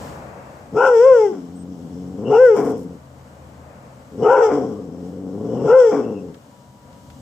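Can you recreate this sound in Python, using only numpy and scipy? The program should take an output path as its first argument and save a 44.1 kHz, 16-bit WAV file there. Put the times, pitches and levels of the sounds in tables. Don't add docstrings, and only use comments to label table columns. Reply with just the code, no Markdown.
import sys
import numpy as np
from scipy import signal
from scipy.fft import rfft, irfft, next_fast_len
from scipy.io import wavfile
from scipy.ndimage import uniform_filter1d, minimum_filter1d, map_coordinates

SR = 44100
rng = np.random.default_rng(int(sys.argv[2]) if len(sys.argv) > 2 else 0)


def store_pcm(level_fs):
    pcm = np.round(np.clip(level_fs, -1, 1) * 32767).astype(np.int16)
    wavfile.write(sys.argv[1], SR, np.atleast_2d(pcm).T)


N = 318005

# (time [s], effort [dB])
EFFORT = [
    [(0.71, -51), (0.73, -28), (0.78, -13), (1.02, -9), (1.09, -6.5), (1.26, -14.5), (1.3, -25),
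     (1.44, -35), (2.16, -30), (2.27, -23), (2.35, -9.5), (2.45, -6), (2.55, -12.5), (2.57, -19),
     (2.69, -19), (2.8, -31), (2.94, -35), (3.0, -60.5)],
    [(4.11, -45), (4.23, -16.5), (4.27, -10.5), (4.35, -3.5), (4.38, -16.5), (4.43, -8.5), (4.49, -16),
     (4.85, -33), (5.32, -29), (5.64, -19.5), (5.71, -6.5), (5.77, -6), (5.88, -11), (5.92, -17),
     (6.3, -35), (6.36, -51)],
]
# (start [s], length [s], opening rasp [s], purity after it [0-1], then trims: low ring [dB],
#  high rings [dB], harmonic 2 [dB], harmonic 3 [dB], harmonics 4-8 [dB], hiss [dB])
BARKS = [(0.743, 0.59, 0.15, 0.98, 2, 4.5, 1.5, -3.5, -6, 1.5),
         (2.299, .27, 0.061, 0.99, 5, 0, -6, 1, -7, 0),
         (4.219, 0.29, 0.19, 0.63, 1.5, -3, -1, 4.5, -1.5, 3.5),
         (5.66, 0.2667, 0.071, 0.86, -6, -3.5, -2, -5.5, -7, 1)]
# (peak time [s], nominal top [Hz], rise [s], fall [s])
PITCH_ARCHES = [(.843, 532.4, 0.062, 0.11), (1.08, 532.3, .078, .112), (2.428, 521, .07, .08),
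                (4.333, 533.2, .05, .11), (5.762, 524.5, 0.061, 0.11)]
# (centre at 500 Hz pitch [Hz], width [Hz], gain [dB])
MOUTH_RINGS = [(886, 250, -2), (1403, 230, -2.5), (2685, 600, -26.5)]
# (frequency [Hz], gain [dB])
VOWEL = [(700, -26), (850, -16.5), (980, -25), (1060, -20), (1200, -35), (1350, -24.5), (1450, -20),
         (1540, -23.5), (1620, -34)]
OVERTONES = [(1150, -29), (1450, 3), (1700, -19), (1900, -12), (2120, -15.5), (2400, -25.5), (2750, -27),
             (3000, -30), (3300, -34.5), (4000, -64.5)]
# (effort [dB], rate [Hz])
FLAP_RATE = [(-42, 68), (-35, 87), (-31, 89), (-25, 112), (-18, 143)]
# (centre [Hz], width [Hz], gain [dB])
CHEST_MODES = [(180, 94, 6), (292, 51, 7.5)]
THROAT_MODES = [(428.2, 40, 4), (526, 63.4, -2.5)]
# (time [s], gain [dB])
THROAT_LIFT = [(0.8, -3), (1.45, -9), (2.1, -7.5), (2.3, 0), (2.7, -0.5), (4.5, 0.5), (5.2, -2), (6.2, 1)]
# (frequency [Hz], gain [dB])
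MOUTH_SPECTRUM = [(250, -38.5), (420, -4.5), (520, -6.5), (620, -3), (720, 4.5), (880, -2.5), (1100, 0),
                  (1220, -5.5), (1430, -3.5), (1680, -15.5), (2300, -16.5), (2750, -39.5), (3300, -31.5),
                  (4000, -64), (9000, -71.5)]
TEETH_SPECTRUM = [(1500, -34.5), (2800, -12), (3400, -9), (4100, -47.5), (4900, -12), (5450, -3.5),
                  (6500, -13), (7700, -11), (9000, -37.5), (15000, -27.5)]
# (start [s], length [s], centre [Hz], level [dB])
WHINES = [(2.236, 0.17, 2865, -46), (4.221, 0.1, 2985, -41), (4.717, 0.13, 1153, -49.5),
          (5.484, 0.27, 2860, -54), (5.962, 0.28, 2730, -56)]
# (delay [s], gain [dB], low-pass [Hz])
WALL_ECHOES = [(.068, -12.5, 1500), (.11, -41, 1174)]
# (frequency [Hz], T60 [s])
YARD_T60 = [(150, 0.35), (1000, .55), (6000, 0.65), (14000, 0.13)]
# (centre time [s], length [s], level [dB])
RUSTLES = [(0.95, 0.13, -62), (1.2, .14, -61), (2.455, .035, -51.5), (2.638, 0.17, -51),
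           (2.81, 0.077, -56.5)]
# (time [s], relative level [dB])
TICKS = [(6.3435, -39.5), (6.9289, -44.5), (7.1018, -38)]
# (start [s], length [s], pitch [Hz], level [dB])
WHISTLES = [(1.556, 0.078, 8100, -54.5), (6.51, 0.666, 968, -54.5)]
# (frequency [Hz], level [dB], share of swell [0-1])
IDLE_LINES = [(78.4, -64.5, 1), (134, -54.5, 0.3)]
# (time [s], gain [dB])
IDLE_SWELL = [(0, 0), (1.4, -3), (2.2, 14), (4.0, 10.5), (6.0, 0)]
# (frequency [Hz], relative density [dB])
STREET_SPECTRUM = [(15, -53), (25, -32.5), (75, -7.5), (240, -6.5), (378, -13.5), (552, -4), (648, -8.5),
                   (997, -14), (3630, -36), (7910, -33), (9000, -42), (15500, -43.5)]
# (peak time [s], half width [s], rumble [dB], hush [dB], air [dB])
STREET_SWELLS = [(0.03, .13, 6, 1.5, 8.5), (0.12, 0.66, 8, 13.5, 4), (3.7, 0.53, 3.5, 6, 0.5),
                 (7.25, 0.33, 6.5, 1, 3.5)]
# (frequency [Hz], L/R correlation [negative acts as 0])
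STREET_COHERENCE = [(60, 0.94), (130, 0.94), (290, 0.92), (640, 0.75), (1410, -0.84), (3100, -0.27),
                    (6820, 0.61), (15000, 0.93)]
# (frequency [Hz], left minus right [dB])
DOG_PAN = [(100, 2), (400, 3.5), (550, 3), (900, 6), (1400, 5), (2400, 9.5), (4400, 9.5), (6000, 6),
           (8000, -9), (15000, -12.5)]
BACKGROUND_PAN = [(100, 2.5), (700, 3.5), (1500, 5), (4400, 3), (6000, 6), (8000, -12), (15000, 10)]

# (base level at full growl [dB], slope on effort [dB/dB], drop under hoot [dB])
CHEST_LAW, THROAT_LAW = (-23, 0.63, 40.5), (-18.5, 1.096, 23)
RASP_LAW, HISS_LAW = (-28, 1.245, 26), (-57.5, 0.79, 0)


def dog(jaw_rasp_db=5, jaw_hiss_db=6.5):
    effort_db, = curves([row for phrase in EFFORT for row in phrase])
    voiced = sum(during(phrase[0][0], phrase[-1][0]) for phrase in EFFORT)
    hooting, purity, jaw = gestures()
    trims = [(s, *levels) for start, length, _, _, *levels in BARKS for s in (start, start + length)]
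    *colour_db, hiss_trim_db = curves(trims)
    flap_hz = np.interp(effort_db, *np.transpose(FLAP_RATE))
    lift_db, = curves(THROAT_LIFT)
    chest_db = part_db(CHEST_LAW, effort_db, hooting * jaw * support(effort_db))
    throat_db = part_db(THROAT_LAW, effort_db, purity) + lift_db
    rasp_db = part_db(RASP_LAW, effort_db, purity) + jaw_rasp_db * jaw + 0.27 * lift_db
    hiss_db = part_db(HISS_LAW, effort_db, purity) + (jaw_hiss_db + hiss_trim_db) * jaw + 3 * wobble(24)
    barks = hooting * bark(effort_db, purity, jaw, flap_hz, colour_db, hiss_db)
    return barks + voiced * growl(flaps(flap_hz), chest_db, throat_db, rasp_db, hiss_db, jaw)


def gestures(attack_s=0.025, release_s=0.026, clear_s=0.071, jaw_open_s=0.097, jaw_close_s=0.28):
    hooting = purity = jaw = 0
    for start, length, rasp_s, top_purity, *_ in BARKS:
        end = start + length
        held = ramp(start, attack_s) * (1 - ramp(end - release_s, release_s))
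        hooting += held
        purity += top_purity * held * ramp(start + rasp_s - clear_s / 2, clear_s)
        jaw += ramp(start, jaw_open_s) * (1 - ramp(end, jaw_close_s))
    return hooting, purity, jaw


def support(effort_db, fray_db=-27.5, range_db=11):
    return np.clip((effort_db - fray_db) / range_db, 0, 1)


def bark(effort_db, purity, jaw, flap_hz, colour_db, hiss_db, flicker_db=3):
    low_ring_db, high_ring_db, second_db, third_db, upper_db = colour_db
    pitch_hz = bark_pitch_hz(effort_db)
    rough = 0.48 * (1 - purity)
    flutter = np.sin(phase_of(flap_hz * (1 + .08 * wobble(70))))
    phase = phase_of(pitch_hz) + rough * (0.6 * wobble(170) + 0.14 * flutter)
    tone = amp(-6 * rough) * (np.sin(phase) + 0.28 * rough * wobble(230) * np.cos(phase))
    ring_shift = (pitch_hz / 500) ** 0.38
    rings = sum(amp(db + trim) * narrow_noise(hz * ring_shift, width)
                for (hz, width, db), trim in zip(MOUTH_RINGS, [low_ring_db, high_ring_db, high_ring_db]))
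    drift_a, drift_b = wobble(25), wobble(25)

    def harmonics(shape, orders):
        flicker = lambda k: flicker_db * (drift_a * np.cos(2 * k) + drift_b * np.sin(2 * k))
        return sum(amp(along(shape, k * pitch_hz) + flicker(k)) * np.sin(k * phase) for k in orders)

    vowel = amp(second_db) * harmonics(VOWEL, [2]) + amp(third_db) * harmonics(VOWEL, [3])
    upper = amp(upper_db - 15) * (1 - rough) ** 2 * harmonics(OVERTONES, range(4, 9))
    buzz = amp(hiss_db - 6) * harmonics(TEETH_SPECTRUM, range(10, 18))
    voice = tone + (1 - rough ** 2) * vowel + support(effort_db) * (rough * np.sqrt(jaw) * rings + upper)
    return np.sqrt(2) * (amp(effort_db) * voice + buzz)


def bark_pitch_hz(effort_db, base_hz=400, sag_from_db=-21, sag_hz_per_db=10):
    t = times()
    arches = sum((top_hz - base_hz) * bell(s, np.where(t < s, rise, fall))
                 for s, top_hz, rise, fall in PITCH_ARCHES)
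    sag = uniform_filter1d(sag_hz_per_db * np.minimum(effort_db - sag_from_db, 0), size=3500)
    return (base_hz + arches + sag) * (1 + .005 * wobble(45))


def growl(pulses, chest_db, throat_db, rasp_db, hiss_db, jaw, puff_s=0.0062, lips_hz=850, leak_hz=240):
    puffs = np.sqrt(np.abs(signal.lfilter([1], [1, -np.exp(-1 / (puff_s * SR))], pulses)))
    air = lambda *shape: unit(puffs * rng.standard_normal((*shape, N)))
    slaps = unit(pulses - pulses.mean())
    deep = resonant(slaps + .27 * air(), CHEST_MODES, cutoff_hz=363)
    lean = unit(filtered(deep, lambda hz: hz ** 4 / np.hypot(hz ** 4, leak_hz ** 4)))
    chest = amp(chest_db) * (jaw * lean + (1 - jaw) * deep)
    throat = amp(throat_db) * resonant(slaps + 0.84 * air(), THROAT_MODES, cutoff_hz=625)
    bright = coloured(slaps + air(), MOUTH_SPECTRUM)
    muffled = filtered(bright, lambda hz: 1 / np.hypot(1, (hz / lips_hz) ** 4))
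    gape = 0.14 + 0.48 * jaw ** 2
    mouth = amp(rasp_db) * (gape * bright + (1 - gape) * muffled)
    teeth = amp(hiss_db) * coloured(air(2), TEETH_SPECTRUM) * np.sqrt(2)
    return chest + throat + mouth + teeth


def flaps(rate_hz, spread_db=1.6):
    cycles = np.cumsum(rate_hz * (1 + .04 * wobble(45))) / SR
    onsets = np.flatnonzero(np.diff(np.floor(cycles)))
    late, size = rng.standard_normal((len(onsets), 2)).T
    delay_s = .00032 * (rate_hz[onsets] / 100) ** 2 * late
    return np.bincount(np.clip(onsets + delay_s * SR, 0, N - 1).astype(int), amp(spread_db * size), N)


def part_db(law, effort_db, hoot, full_growl_db=-15.5):
    top_db, slope, drop_db = law
    return top_db + slope * np.minimum(effort_db - full_growl_db, 0) - drop_db * hoot


def whines(width_hz=300, waver_db=4.3):
    out = 0
    for start, length, hz, db in WHINES:
        swell = np.sqrt(np.abs(np.sin(np.pi * ramp(start, length)))) * during(start, start + length)
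        gain = amp(db + waver_db * wobble(22))
        out += gain * swell * narrow_noise(hz * (1 + .015 * wobble(13)), width_hz)
    return out


def yard(x, tail_db=-21, stereo_lag_s=0.00029):
    lag_s = np.array([[-.5], [.5]]) * stereo_lag_s
    walls = filtered(x, lambda hz: sum(
        amp(db) * np.exp(-2j * np.pi * hz * (delay_s + lag_s)) / np.hypot(1, hz / cutoff_hz)
        for delay_s, db, cutoff_hz in WALL_ECHOES))
    hz, t, noise = signal.stft(rng.standard_normal((2, SR * 3 // 4)), SR, nperseg=256)
    _, impulse = signal.istft(noise * amp(-60 * t / along(YARD_T60, hz)[:, None]), SR, nperseg=256)
    tail = signal.fftconvolve(x, impulse / np.linalg.norm(impulse[0]), axes=1)[:, :N]
    return x + walls + amp(tail_db) * tail


def rustles(grain_db=3):
    strokes = sum(amp(db) * during(s - length / 2, s + length / 2, .03) for s, length, db in RUSTLES)
    grains = amp(grain_db * wobble(300)) * rng.standard_normal((2, N))
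    return strokes * coloured(grains, [(2000, -23), (7000, 0), (10000, -5.5), (15000, -8.5)])


def grass_ticks(trim_db=-7, t60_s=0.047):
    t = times()
    snaps = sum(amp(db + trim_db - 60 * np.abs(t - s) / t60_s) * (t >= s) for s, db in TICKS)
    noise = rng.standard_normal((2, N))
    return snaps * coloured(noise, [(400, -29), (1400, 4.5), (5000, -5), (12000, -21)])


def whistles():
    return sum(amp(db) * during(s, s + length, 0.017) * np.sin(2 * np.pi * hz * times() + wobble(30))
               for s, length, hz, db in WHISTLES)


def van_idle(waver_db=3):
    swell_db, = curves(IDLE_SWELL)
    out = 0
    for hz, db, share in IDLE_LINES:
        gain = amp(db + share * swell_db + waver_db * wobble(4.9))
        out += gain * np.sqrt(2) * np.sin(phase_of(hz * (1 + .015 * wobble(9))))
    return out


def street(edges_hz=(0, 320, 2800, SR / 2), rest_db=(-50, -52.5, -62.5)):
    side_gain = lambda hz: np.tan(np.arccos(np.clip(along(STREET_COHERENCE, hz), 0, 1)) / 2)
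    shape = lambda hz: amp(along(STREET_SPECTRUM, hz)) * np.array([np.ones_like(hz), side_gain(hz)])
    mid, side = filtered(rng.standard_normal((2, N)), shape)
    out = 0
    for k, (db, lo, hi) in enumerate(zip(rest_db, edges_hz, edges_hz[1:])):
        swell_db = sum(lifts[k] * bell(peak, width) for peak, width, *lifts in STREET_SWELLS)
        band = filtered(np.array([mid + side, mid - side]), lambda hz: (hz >= lo) & (hz < hi))
        out += amp(db + swell_db + 0.76 * wobble(7.1)) * band / band.mean(0).std()
    return out


def amp(db):
    return 10 ** (np.asarray(db) / 20)


def unit(x):
    return x / np.sqrt(np.mean(x ** 2) + 1e-20)


def times():
    return np.arange(N) / SR


def phase_of(hz):
    return 2 * np.pi * np.cumsum(hz) / SR


def ramp(start_s, length_s):
    return np.clip((times() - start_s) / length_s, 0, 1)


def bell(peak_s, width_s):
    return np.exp(-((times() - peak_s) / width_s) ** 2)


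def during(start_s, end_s, fade_s=0.018):
    t = times()
    return np.clip(np.minimum(t - start_s, end_s - t) / fade_s + .5, 0, 1)


def along(points, hz):
    knots_hz, values = np.transpose(points)
    return np.interp(np.log(hz + 1), np.log(knots_hz + 1), values)


def curves(rows):
    knots_s, *columns = np.transpose(rows)
    return [np.interp(times(), knots_s, column) for column in columns]


def wobble(rate_hz):
    knots = rng.standard_normal(int(N * rate_hz / SR) + 4)
    return map_coordinates(knots, [times() * rate_hz])


def narrow_noise(hz, width_hz):
    phase = phase_of(hz)
    return (wobble(width_hz) * np.sin(phase) + wobble(width_hz) * np.cos(phase)) / np.sqrt(2)


def filtered(x, response):
    size = next_fast_len(N + SR // 2)
    return irfft(rfft(x, size) * response(np.fft.rfftfreq(size, 1 / SR)), size)[..., :N]


def coloured(x, spectrum):
    return unit(filtered(x, lambda hz: amp(along(spectrum, hz))))


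def resonant(x, modes, cutoff_hz):
    rung = filtered(x, lambda hz: sum(
        (-1) ** k * amp(db) * 1j * hz * width / (centre ** 2 - hz ** 2 + 1j * hz * width)
        for k, (centre, width, db) in enumerate(modes)))
    return unit(signal.sosfilt(signal.butter(2, cutoff_hz, fs=SR, output="sos"), rung))


def panned(x, balance):
    return filtered(x, lambda hz: 2 / (1 + amp(np.outer([-1, 1], along(balance, hz)))))


def scene():
    foreground = yard(dog() + whines())
    background = street() + van_idle() + whistles() + grass_ticks() + rustles()
    return panned(foreground, DOG_PAN) + panned(background, BACKGROUND_PAN)


def record(dry, low_cut_hz=32, ceiling=0.9, top_hz=15550):
    x = filtered(dry, lambda hz: hz ** 2 / np.hypot(hz ** 2, low_cut_hz ** 2))
    hold = SR // 100
    needed = np.minimum(1, ceiling / (np.abs(x).max(0) + 1e-9))
    held = minimum_filter1d(needed, 2 * hold)
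    gain = uniform_filter1d(uniform_filter1d(held, hold), hold)
    return filtered(x * gain, lambda hz: hz < top_hz)


dry = scene()
out = record(dry)
store_pcm(out)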